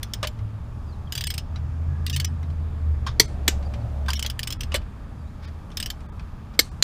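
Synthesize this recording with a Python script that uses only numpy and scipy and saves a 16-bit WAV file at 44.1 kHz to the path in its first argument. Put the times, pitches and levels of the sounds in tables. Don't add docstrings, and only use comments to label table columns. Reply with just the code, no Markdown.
import sys
import numpy as np
from scipy import signal
from scipy.fft import rfft, irfft
from scipy.io import wavfile
from scipy.ndimage import uniform_filter1d, minimum_filter1d

SR = 44100
rng = np.random.default_rng(int(sys.argv[2]) if len(sys.argv) > 2 else 0)


def pcm_store(signal):
    levels = np.round(np.clip(np.atleast_2d(signal), -1, 1) * 32767)
    wavfile.write(sys.argv[1], SR, levels.astype(np.int16).T)


def amplitude_ratio(level_db):
    exponent = np.asarray(level_db, float) / 20
    return 10 ** exponent


N = 301203
RING = 8192


def unit(x):
    return x / np.sqrt(np.mean(x ** 2))


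def colour(x, spectrum):
    hz, db = np.transpose(spectrum)
    f = np.linspace(1, SR / 2, x.shape[-1] // 2 + 1)
    gain = amplitude_ratio(np.interp(np.log(f), np.log(hz), db))
    return irfft(rfft(x) * gain, x.shape[-1])


def coloured_noise(spectrum):
    return unit(colour(rng.standard_normal(N + 1), spectrum))


def walk(rate):
    k = int(SR / rate)
    steps = np.repeat(rng.standard_normal(N // k + 1), k)[:N]
    return 1.3 * uniform_filter1d(uniform_filter1d(steps, k), k)


def fade(t, t60):
    return np.exp(-np.log(1000) * t / t60)


def curves(table):
    s, *columns = np.transpose(table)
    return [np.interp(np.arange(N) / SR, s, column) for column in columns]


def gate(start_s, end_s, edge):
    t = np.arange(N) / SR
    return np.clip(np.minimum(t - start_s, end_s - t) / (edge * (end_s - start_s)), 0, 1)


def tone(hz, db, wobble=0.0036):
    wavering_hz = hz * (1 + wobble * walk(6) + 0.19 * wobble * walk(170))
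    return np.sqrt(2) * amplitude_ratio(db) * np.sin(2 * np.pi * np.cumsum(wavering_hz) / SR)


def whistle(table):
    hz, db = curves(table)
    return gate(table[0][0], table[-1][0], 0.21) * tone(hz, db - 7 + 6 * walk(160), .014)


def swells(table):
    t = np.arange(N) / SR
    return sum(np.outer(db, 1 / (1 + ((t - s) / half) ** 2)) for s, half, *db in table)


# (frequency [Hz], level [dB per Hz])
TOWN = [(12, -47), (20, -10.5), (43, -10), (65, -8.5), (86, -9), (123, -18.5), (163, -18.5), (222, -22.5),
        (357, -33.5), (472, -34.5), (1190, -37), (1910, -47), (14700, -71), (16000, -91)]
# (time [s], half-length [s], rumble level [dB], tyre level [dB], hiss level [dB])
TRAFFIC = [
    (0.0, 0.23, -0.5, 1, 5.5),
    (2.0, 0.25, 3, 2.5, 2.5),
    (3.25, .5, 4.5, 7, 3.5),
    (3.8, .3, -0.5, 4.5, 0),
    (4.32, .15, -3.5, 0.5, 3.5),
    (4.7, .12, 9, 0, -1),
]


def town():
    levels = swells(TRAFFIC)
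    levels = levels - levels.mean(axis=1, keepdims=True)
    spectrum = rfft(coloured_noise(TOWN))
    octave = np.log2(np.linspace(1, SR / 2, len(spectrum)))
    share_octave = np.log2([50, 140, 500, 1000, 2000, 9000])
    shares = ([0.97, 0.23, 0.052, 0.0023, 0.26, 0.051],
              [0.043, 0.11, 0.84, 0.0062, 0.028, 0.0012],
              [0.23, 0.018, 0.043, 0.011, 0.36, 0.0071])
    out = 0
    for centre in np.arange(4, 15, .5):
        window = np.cos(np.pi * np.clip(octave - centre, -.5, .5))
        band = irfft(spectrum * window, N + 1)[:N]
        share = [np.interp(centre, share_octave, row) for row in shares]
        out = out + band * amplitude_ratio(share @ levels + walk(5))
    return amplitude_ratio(-36.5) * out


# (start time [s], end time [s], start pitch [Hz], end pitch [Hz], level [dB])
BIRD = [
    (0.863, 0.91, 5170, 4780, -58),
    (0.9, 0.957, 4750, 3770, -59.5),
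    (1.071, 1.086, 3350, 3060, -50),
    (3.646, 3.68, 4800, 4630, -50),
    (3.79, 3.832, 4500, 4330, -63),
    (5.072, 5.12, 2876, 4080, -63.5),
    (5.185, 5.24, 4870, 4500, -66.5),
    (5.253, 5.31, 3480, 4220, -65),
]


def birds():
    return sum(whistle([(start, hz0, db), (end, hz1, db)]) for start, end, hz0, hz1, db in BIRD)


# (time [s], pitch [Hz], level [dB])
FAN = [
    (4.7, 216.9, -47),
    (5.5, 217.4, -53),
    (6.2, 217.1, -48),
]


def fan():
    return whistle(FAN)


# (time [s], pitch [Hz], level [dB])
LORRY = [(0.0, 63.1, -39.5), (0.5, 69.4, -42.5), (0.85, 74.3, -36), (1.46, 79.43, -33), (1.73, 80.85, -26),
         (2.3, 82.9, -27.5), (2.76, 78.65, -28.5), (2.92, 76.16, -20), (3.1, 71.7, -33), (3.56, 70.84, -26),
         (3.75, 71.1, -34), (4.07, 69.8, -28.5), (4.32, 70.56, -33), (4.55, 76.5, -50), (4.7, 74.84, -31),
         (4.98, 74.2, -43), (5.76, 77.1, -43.5), (6.83, 78, -43)]
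# (time [s], pitch [Hz], level [dB])
FIRING = [(0, 103.4, -42), (.2, 107.3, -38), (.42, 109.2, -31.5), (.62, 111.9, -36.5), (.8, 115.9, -41),
          (1.3, 117.1, -39), (1.62, 115, -40), (1.8, 127.8, -42.5), (2.05, 132.4, -35.5),
          (2.6, 132.9, -42.5), (2.9, 120, -40), (3.3, 113.8, -40.5), (3.62, 112, -43.5),
          (3.82, 110.7, -33.5), (4, 110.6, -44), (4.15, 113, -40), (4.4, 114.1, -45.5), (6.83, 119, -51.5)]
# (multiple of the drone [ratio], level against a base that follows the drone's slow swell
# [dB])
LORRY_OVERTONES = [(1.8, -8), (2.01, -18.5), (3.2, -16.5)]
# (start time [s], end time [s], centre [Hz], width [Hz], level [dB])
LORRY_BANDS = [
    (1.88, 2.1, 1186, 42, -56.5),
    (1.86, 2.34, 1666, 26, -58),
    (3.4, 4.158, 580, 67, -49),
    (3.2, 4.1, 690, 94, -51),
    (3.4, 4, 785, 64, -53.5),
]


def lorry():
    hz, drone_db = curves(LORRY)
    swell_db = uniform_filter1d(drone_db - drone_db.mean(), SR)
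    flutter_db = 1.5 - .1 * swell_db
    out = tone(hz, drone_db + flutter_db * walk(9.2))
    firing_hz, firing_db = curves(FIRING)
    out += tone(firing_hz, firing_db + 4.5 * walk(24), .025)
    overtone_db = -45.5 + .7 * swell_db
    for multiple, db in LORRY_OVERTONES:
        out += tone(multiple * hz, overtone_db + db + 3 * walk(6.5), .008)
    for start, end, band_hz, width, db in LORRY_BANDS:
        b, a = signal.iirpeak(band_hz, band_hz / width, SR)
        band = signal.lfilter(b, a, rng.standard_normal(N))
        out += amplitude_ratio(db) * unit(band) * gate(start, end, 0.099)
    return out


# (middle time [s], length [s], level [dB])
GLOVE = [
    (5.46, 0.084, -50.5),
    (7.1, 0.05, -55),
    (4.2, 0.052, -67),
    (3.8, 0.093, -68),
    (6.548, 0.025, -53),
    (2.2, 0.03, -62),
]
# (frequency [Hz], level [dB per Hz])
GLOVE_COLOUR = [(600, -16), (1500, 4), (3000, -4), (5000, -4), (7500, -18.5), (12000, -25.5)]


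def gloves():
    grains = coloured_noise(GLOVE_COLOUR)[:N] * amplitude_ratio(1.8 * walk(180))
    return grains * sum(amplitude_ratio(db) * gate(s - length / 2, s + length / 2, 0.18) for s, length, db in GLOVE)


# (time [s], wash level [dB], wash t60 [s], tyre thump level [dB], thump pitch [Hz])
ANSWERS = [
    (3.199, -38.5, 0.32, -26, 249.3),
    (3.479, -50, 0.24, -22, 283),
    (6.59, -42, 0.39, -22.5, 305.6),
]
# (frequency [Hz], level [dB per Hz])
WASH = [(500, -12), (1500, -6), (4400, -2), (6500, -3), (9300, -2.5), (10500, -14.5), (14500, -19),
        (16000, -40.5)]


def wheel():
    rise_s, thump_peak_s = .008, .005
    wash = coloured_noise(WASH)[:N] * amplitude_ratio(2.5 * walk(60))
    out = 0
    for s, wash_db, t60, thump_db, hz in ANSWERS:
        t = np.maximum(np.arange(N) / SR - s, 0)
        out = out + amplitude_ratio(wash_db) * wash * (1 - np.exp(-t / rise_s)) * fade(t, t60)
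        swell = (t / thump_peak_s * np.exp(1 - t / thump_peak_s)) ** 2
        out = out + amplitude_ratio(thump_db) * swell * np.sin(2 * np.pi * hz * t)
    return out


def hits(events, modes, scatter, rise_s, hold_s, chatter_s, own_db, own_t60, spread_db, ring_share,
         scatter_db, scatter_t60, tail_db, tail_t60, late_db, clean=0):
    out, t = np.zeros(N + RING), np.arange(RING) / SR
    hz, db, t60 = np.transpose(modes)
    spots = rng.standard_normal((len(events), 2, len(hz)))
    noises = rng.standard_normal((len(events), 3, RING))
    f = np.linspace(0, SR / 2, RING + 1)
    after = np.maximum(t - hold_s, 0)
    rise = 1 - np.exp(-t / rise_s)
    for event, (level_shift, pitch_shift), (noise0, noise1, noise2) in zip(events, spots, noises):
        s, peak_db, own_hz, treble_db, scale = event
        own = np.ones(np.size(own_hz))
        contact = noise0 * rise * fade(after, chatter_s * scale)
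        ring_hz = np.append(hz * (1 + 0.0033 * pitch_shift), own_hz)
        spin = np.exp(2j * np.pi * np.outer(ring_hz, t))
        mode_gain = amplitude_ratio(np.append(db + spread_db * level_shift, own_db * own))
        gain = mode_gain / np.abs(spin @ contact)
        decay = scale * np.append(ring_share * np.minimum(t60, .3), own_t60 * own)[:, None]
        beat_hz = np.append(45 + 15 * pitch_shift, 0 * own)
        beat = 0.66 + 0.31 * np.cos(2 * np.pi * np.outer(beat_hz, t))
        rings = gain @ (spin.imag * beat * fade(t, decay))
        rung = signal.fftconvolve(contact, rings)[:RING]
        phase = np.exp(2j * np.pi * np.append(pitch_shift, own))[:, None]
        lines = mode_gain @ ((spin * phase).imag * beat * fade(after, decay)) * rise
        rung = (1 - clean) * rung / np.max(np.abs(rung)) + clean * lines / np.max(np.abs(lines))
        patches = amplitude_ratio(3.0 * unit(uniform_filter1d(noise2[:RING // 2 + 1], 90)))
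        near = unit(irfft(rfft(colour(noise1, scatter)) * patches))
        near *= rise * (fade(after, scatter_t60 * scale) + amplitude_ratio(late_db) * fade(t, 0.54 * tail_t60))
        far = signal.fftconvolve(noise2 * fade(t, tail_t60), rings * fade(t, .05))[:RING]
        blow = rung / np.max(np.abs(rung)) + amplitude_ratio(scatter_db) * near
        blow += amplitude_ratio(tail_db) * far / np.max(np.abs(far))
        treble = irfft(rfft(blow, 2 * RING) / (1 + (8500 / (f + 1)) ** 4))[:RING]
        blow += treble * (amplitude_ratio(treble_db) * fade(t, 0.097) - 1)
        i = int(s * SR)
        out[i:i + RING] += amplitude_ratio(peak_db) * blow / np.max(np.abs(blow))
    return out[:N]


# (time [s], peak level [dB], loudest ring [Hz], treble level [dB])
TICKS = [(0.3887, -42, 2120, -25), (1.5581, -33.5, 3950, -26), (2.4285, -39.5, 2080, -1),
         (2.5012, -43, 3950, -14), (3.626, -41, 2120, -23), (3.737, -32.5, 2380, -8),
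         (4.06, -33.5, 3570, 1), (4.7186, -22, 2970, -22), (4.816, -45, 2610, -10),
         (5.702, -43, 3084, -16.5), (5.7155, -39, 3490, -14), (6.0047, -42, 2950, -8),
         (6.194, -35.5, 2523, -21.5)]
# (frequency [Hz], level [dB], t60 [s])
HEAD = [(1840, -41, 0.17), (2250, -15, 0.06), (2990, -6.5, 0.064), (3250, -5, 0.055), (3600, -26, 0.061),
        (4500, -31, 0.038), (4820, -7, 0.039), (5210, -5, 0.06), (5890, -13, 0.067), (6330, -30, 0.15),
        (7280, -11.5, .035), (8296, -7, 0.06), (10840, -14, 0.042), (12750, -14, 0.082)]
# (frequency [Hz], level [dB per Hz])
KNOCK_SCATTER = [(180, -52), (300, -9), (584, -8), (801, -7), (1150, -5), (1930, -5.5), (2980, -6),
                 (4910, -10), (6520, -17.5), (16000, -31.5)]


def ticks():
    events = [(*tick, 0.81) for tick in TICKS]
    return hits(events, HEAD, KNOCK_SCATTER, rise_s=0.0012, hold_s=0.0029, chatter_s=0.0048,
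                own_db=0.1, own_t60=0.042, spread_db=4, ring_share=0.082, scatter_db=-9.5,
                scatter_t60=0.11, tail_db=-30, tail_t60=0.14, late_db=-37)


# (time [s], peak level [dB], own ring [Hz], treble level [dB], decay scale [0-2])
CLUNKS = [
    (3.065, -18.5, 1074, 3, 0.77),
    (4.083, -17, 1038, 8, 0.73),
]
# (frequency [Hz], level [dB], t60 [s])
SOCKET = [(1050, -3.5, 0.096), (1578, 2, 0.1), (2360, -10.5, 0.16), (2700, -12, 0.04987), (3150, -8, 0.09),
          (3494, -7.5, 0.07), (4500, -12, .06), (4930, -10.5, 0.07), (5240, -12, 0.09), (5450, -15, 0.09),
          (6280, -19, 0.061), (8120, -20, 0.0456)]
# (frequency [Hz], level [dB per Hz])
CLUNK_SCATTER = [(410, -43.5), (700, -12), (1020, 1.5), (1920, -9.5), (4860, -11), (14600, -35.5),
                 (16000, -43)]


def clunks():
    return hits(CLUNKS, SOCKET, CLUNK_SCATTER, rise_s=0.00062, hold_s=0.0092, chatter_s=0.034,
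                own_db=-2, own_t60=0.046, spread_db=1.6, ring_share=0.95, scatter_db=-9.5,
                scatter_t60=0.18, tail_db=-23, tail_t60=.15, late_db=-23.5, clean=0.77)


# (time [s], peak level [dB], loudest ring [Hz], treble level [dB], decay scale [0-2])
KNOCKS = [
    (0.229, -15.5, 1210, 3, 0.65),
    (0.236, -20.5, 1710, -7, 0.89),
    (.242, -21, 1050, -11, .6),
    (0.2475, -21, 2870, -20, 0.55),
    (4.247, -23, 3280, -21, 1.1),
    (4.742, -11.5, 595, 11, 1.05),
    (4.748, -14, 3490, 0, 0.7),
    (4.756, -17, 2990, 17, 0.98),
]
# (frequency [Hz], level [dB], t60 [s])
RIM = [(537, 3, 0.05), (607, -3.5, 0.25), (1170, -3, 0.06), (1522, -6, 0.07), (1810, -11, 0.046),
       (2210, -2, 0.05), (2950, -12, 0.14), (3490, -10, 0.046), (4000, -7, 0.032), (4500, -23, 0.04),
       (5000, -7, 0.05), (8420, -10, 0.043)]


def knocks():
    return hits(KNOCKS, RIM, KNOCK_SCATTER, rise_s=0.00036, hold_s=0.0021, chatter_s=0.022,
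                own_db=6.9, own_t60=0.06, spread_db=5.6, ring_share=0.99, scatter_db=-9.5,
                scatter_t60=0.073, tail_db=-16, tail_t60=0.16, late_db=-7, clean=0.71)


# (time [s], peak level [dB], pawl ring [Hz], gear ring [Hz])
SWING_1 = [(0.0303, -19.5, 3450, 5300), (0.136, -17.5, 3240, 5330), (0.2719, -18, 3040, 4440)]
SWING_2 = [(1.1228, -18.5, 2910, 4930), (1.1526, -16, 3320, 4700), (1.1772, -18.5, 2880, 4910),
           (1.209, -17, 3280, 4720), (1.2394, -14.5, 3390, 5000), (1.27, -16, 3286, 4510),
           (1.3035, -17, 3253, 5010), (1.3401, -17, 3260, 5070), (1.3796, -18, 3080, 4500)]
SWING_3 = [(2.065, -15, 3750, 4775), (2.0979, -18.5, 3600, 5630), (2.1298, -11.5, 2870, 6020),
           (2.1628, -15, 3080, 4367), (2.1998, -15.5, 3040, 4500), (2.2464, -13.5, 2930, 5900)]
SWING_4 = [(4.1038, -16, 3130, 4930), (4.133, -15, 3100, 5200), (4.1624, -18, 3150, 5540),
           (4.1938, -16.5, 3200, 5150), (4.2264, -14, 3250, 5230), (4.2627, -15.5, 3290, 6220),
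           (4.2999, -18.5, 3350, 5040)]
SWING_5 = [(4.3927, -16.5, 2965, 4800), (4.4313, -17.5, 2990, 5330), (4.4732, -18, 2990, 5240),
           (4.5048, -18, 2960, 5370), (4.5248, -16, 3380, 5200), (4.6074, -18, 3160, 5250),
           (4.6337, -28, 2820, 5040)]
SWING_6 = [(5.7713, -16, 3110, 5330), (5.8007, -16.5, 2960, 5240), (5.8272, -18.5, 2850, 5050),
           (5.8601, -16, 3090, 5600), (5.902, -19, 3136, 4550)]
# (treble level [dB], decay scale [0-2])
GRIP = [(4.5, 1.03), (6, 1.42), (6, 1.25), (2.5, 0.96), (4.5, 1.02), (4, 1.07)]
# (frequency [Hz], level [dB per Hz])
TOOTH_SCATTER = [(530, -50), (900, -16), (1360, -53), (1510, -4), (2250, -3), (2960, 1), (5820, -3.5),
                 (9770, -12.5), (14700, -13.5), (16000, -1)]


def teeth():
    lead_s = .0007
    firm_db, duller_db_per_db = -21.5, 2.2
    swings = [SWING_1, SWING_2, SWING_3, SWING_4, SWING_5, SWING_6]
    events = []
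    for swing, (grip_db, scale) in zip(swings, GRIP):
        for s, db, *ring_hz in swing:
            treble_db = grip_db + duller_db_per_db * min(db - firm_db, 0)
            events.append((s - lead_s, db + 3, ring_hz, treble_db, scale))
    return hits(events, HEAD, TOOTH_SCATTER, rise_s=0.00063, hold_s=0.0017, chatter_s=0.0095,
                own_db=5.3, own_t60=0.027, spread_db=7, ring_share=1.0, scatter_db=-5.5,
                scatter_t60=0.047, tail_db=-20, tail_t60=0.18, late_db=-23.5, clean=0.59)


# (time [s], peak level [dB], own ring [Hz], treble level [dB], decay scale [0-2])
SNAPS = [
    (3.1975, 4, 4272, 5.5, 0.91),
    (3.479, -1.5, 3400, -6, 0.95),
    (6.591, 4.5, 4245, 3.5, 1.48),
    (6.8247, 1, 4080, -6, 0.68),
]
# (frequency [Hz], level [dB], t60 [s])
SHAFT_FIRST = [(326, -12, 0.067), (951, -14, 0.082), (1937, -8.5, .04), (2170, -11, 0.048),
               (3160, -12.5, .04), (440, -10.5, .08), (4430, -0.5, 0.03), (4740, -9.5, .03),
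               (5550, -14, .05), (5800, -7, .03), (6153, -16.5, .17), (7260, -10, 0.031),
               (8920, -10.5, 0.04), (13050, -14.5, .07)]
SHAFT_RETURN = [(430, -9, 0.046), (1550, -6, 0.088), (1807, 1, .03), (2680, -12, .04), (2970, -6.5, 0.067),
                (3393, -1, .04), (3770, -9, 0.07), (4700, -4, 0.06), (5270, -13, 0.06), (6158, -21, 0.08),
                (6980, -21, 0.053), (7500, -17, 0.045), (9240, -21, .04), (12750, -3.5, 0.1)]
SHAFT_SECOND = [(481, -12.5, 0.046), (1809, -17, 0.08), (2190, -0.5, 0.031), (3260, -11, 0.036),
                (3910, -4.5, .03), (4364, 1, 0.022), (4450, -5, 0.028), (5571, -12.5, 0.04),
                (6090, -22, 0.16), (6720, -14.5, .03), (7574, -5.5, 0.04), (7450, -24, .16),
                (12980, -9, 0.075), (13420, -13, .03)]
SHAFT_LAST = [(2400, -17, 0.036), (3020, -12, 0.045), (4080, 0, .03), (4750, -12.5, 0.037), (6980, -4, .03),
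              (8330, -15, .04), (9580, -19, .04), (12400, -15, .05)]
# (frequency [Hz], level [dB per Hz])
SNAP_SCATTER = [(320, -44), (500, -15.5), (1360, -15), (2190, -3), (2460, -8.5), (4400, -3.5), (5160, -3.5),
                (10100, -15), (13300, -13.5), (16000, -25)]
RETURN_SCATTER = [(240, -20.5), (400, -8), (742, -19), (1510, -10), (2300, -11), (7170, -8.5),
                  (11400, -18.5), (13300, -8.5), (16000, -19)]
LAST_SCATTER = [(500, -39), (1500, -23.5), (2400, -9), (4100, -2), (7000, -6), (10000, -17), (13300, -16),
                (16000, -27.5)]


def snaps():
    out = hits(SNAPS[:1], SHAFT_FIRST, SNAP_SCATTER, rise_s=0.00053, hold_s=0.0038, chatter_s=0.0035,
               own_db=-1.1, own_t60=0.013, spread_db=0.079, ring_share=1.0, scatter_db=-14.5,
               scatter_t60=0.056, tail_db=-30.5, tail_t60=0.3, late_db=-15, clean=0.76)
    out += hits(SNAPS[1:2], SHAFT_RETURN, RETURN_SCATTER, rise_s=0.00055, hold_s=0.0023, chatter_s=0.013,
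                own_db=-4, own_t60=0.021, spread_db=0.1, ring_share=1.0, scatter_db=-3.5,
                scatter_t60=0.039, tail_db=-28, tail_t60=0.31, late_db=-15, clean=0.68)
    out += hits(SNAPS[2:3], SHAFT_SECOND, SNAP_SCATTER, rise_s=.0007, hold_s=.0035, chatter_s=.006,
                own_db=0.86, own_t60=.01, spread_db=0.0808, ring_share=0.6, scatter_db=-13.5,
                scatter_t60=0.038, tail_db=-26, tail_t60=0.18, late_db=-28, clean=0.7)
    out += hits(SNAPS[3:], SHAFT_LAST, LAST_SCATTER, rise_s=0.000501, hold_s=0.001, chatter_s=0.005,
                own_db=-8.5, own_t60=.01, spread_db=.08, ring_share=.9, scatter_db=-13,
                scatter_t60=.04, tail_db=-33.5, tail_t60=0.201, late_db=-17, clean=0.44)
    return out


def scene():
    background = town() + birds() + fan() + lorry()
    wrench = ticks() + clunks() + knocks() + teeth() + snaps()
    return (background + gloves() + wheel() + wrench)[None]


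# (start time [s], length [s], share of tones kept [0-1])
STARVED = [(1.2445, .022, .5), (1.2795, .02, .45), (2.069, .016, .8), (2.128, .027, .65),
           (2.257, .024, .55), (3.262, .018, .5), (4.153, .022, .4), (4.572, .022, .4), (5.455, .022, .5),
           (6.066, .022, .4), (6.1, .022, .4), (6.694, .022, .5)]


def starve(x):
    safe_hz, top_hz, line_gap_hz = 500, 9100, 450
    treble_tilt, hole_db = .35, -16
    turns = np.exp(2j * np.pi * rng.random((len(STARVED), RING)))
    high = signal.sosfiltfilt(signal.butter(4, safe_hz, "high", fs=SR, output="sos"), x)
    out = x.copy()
    for (s, length, share), phase in zip(STARVED, turns):
        i, n = int(s * SR), 2 * int(length * SR / 2)
        f = np.linspace(0, SR / 2, n // 2 + 1)
        window = signal.windows.tukey(n, .2)
        size = np.abs(rfft(high[i:i + n] * np.sqrt(window)))
        rank = size * f ** treble_tilt / (1 + (f / top_hz) ** 12)
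        strongest_near = -minimum_filter1d(-rank, size=int(line_gap_hz * length))
        line = (rank == strongest_near) & (f < top_hz)
        line &= rank >= np.quantile(rank[line], 1 - share)
        held = np.sqrt(4 * uniform_filter1d(size ** 2, size=5))
        kept = np.where(line, held, amplitude_ratio(hole_db) * size)
        out[i:i + n] += window * (irfft(kept * phase[:len(f)], n) - high[i:i + n])
    return out


def top_cut(x):
    return signal.sosfilt(signal.butter(12, 16370, fs=SR, output="sos"), x)


def record(dry):
    clipped = np.clip(starve(dry[0])[None], -1.08, 1.08)
    low_pass = signal.ellip(8, .2, 60, 15300, fs=SR, output="sos")
    mix = np.clip(signal.sosfilt(low_pass, clipped), -1, 1)
    return top_cut(mix)


dry = scene()
out = record(dry)
pcm_store(out)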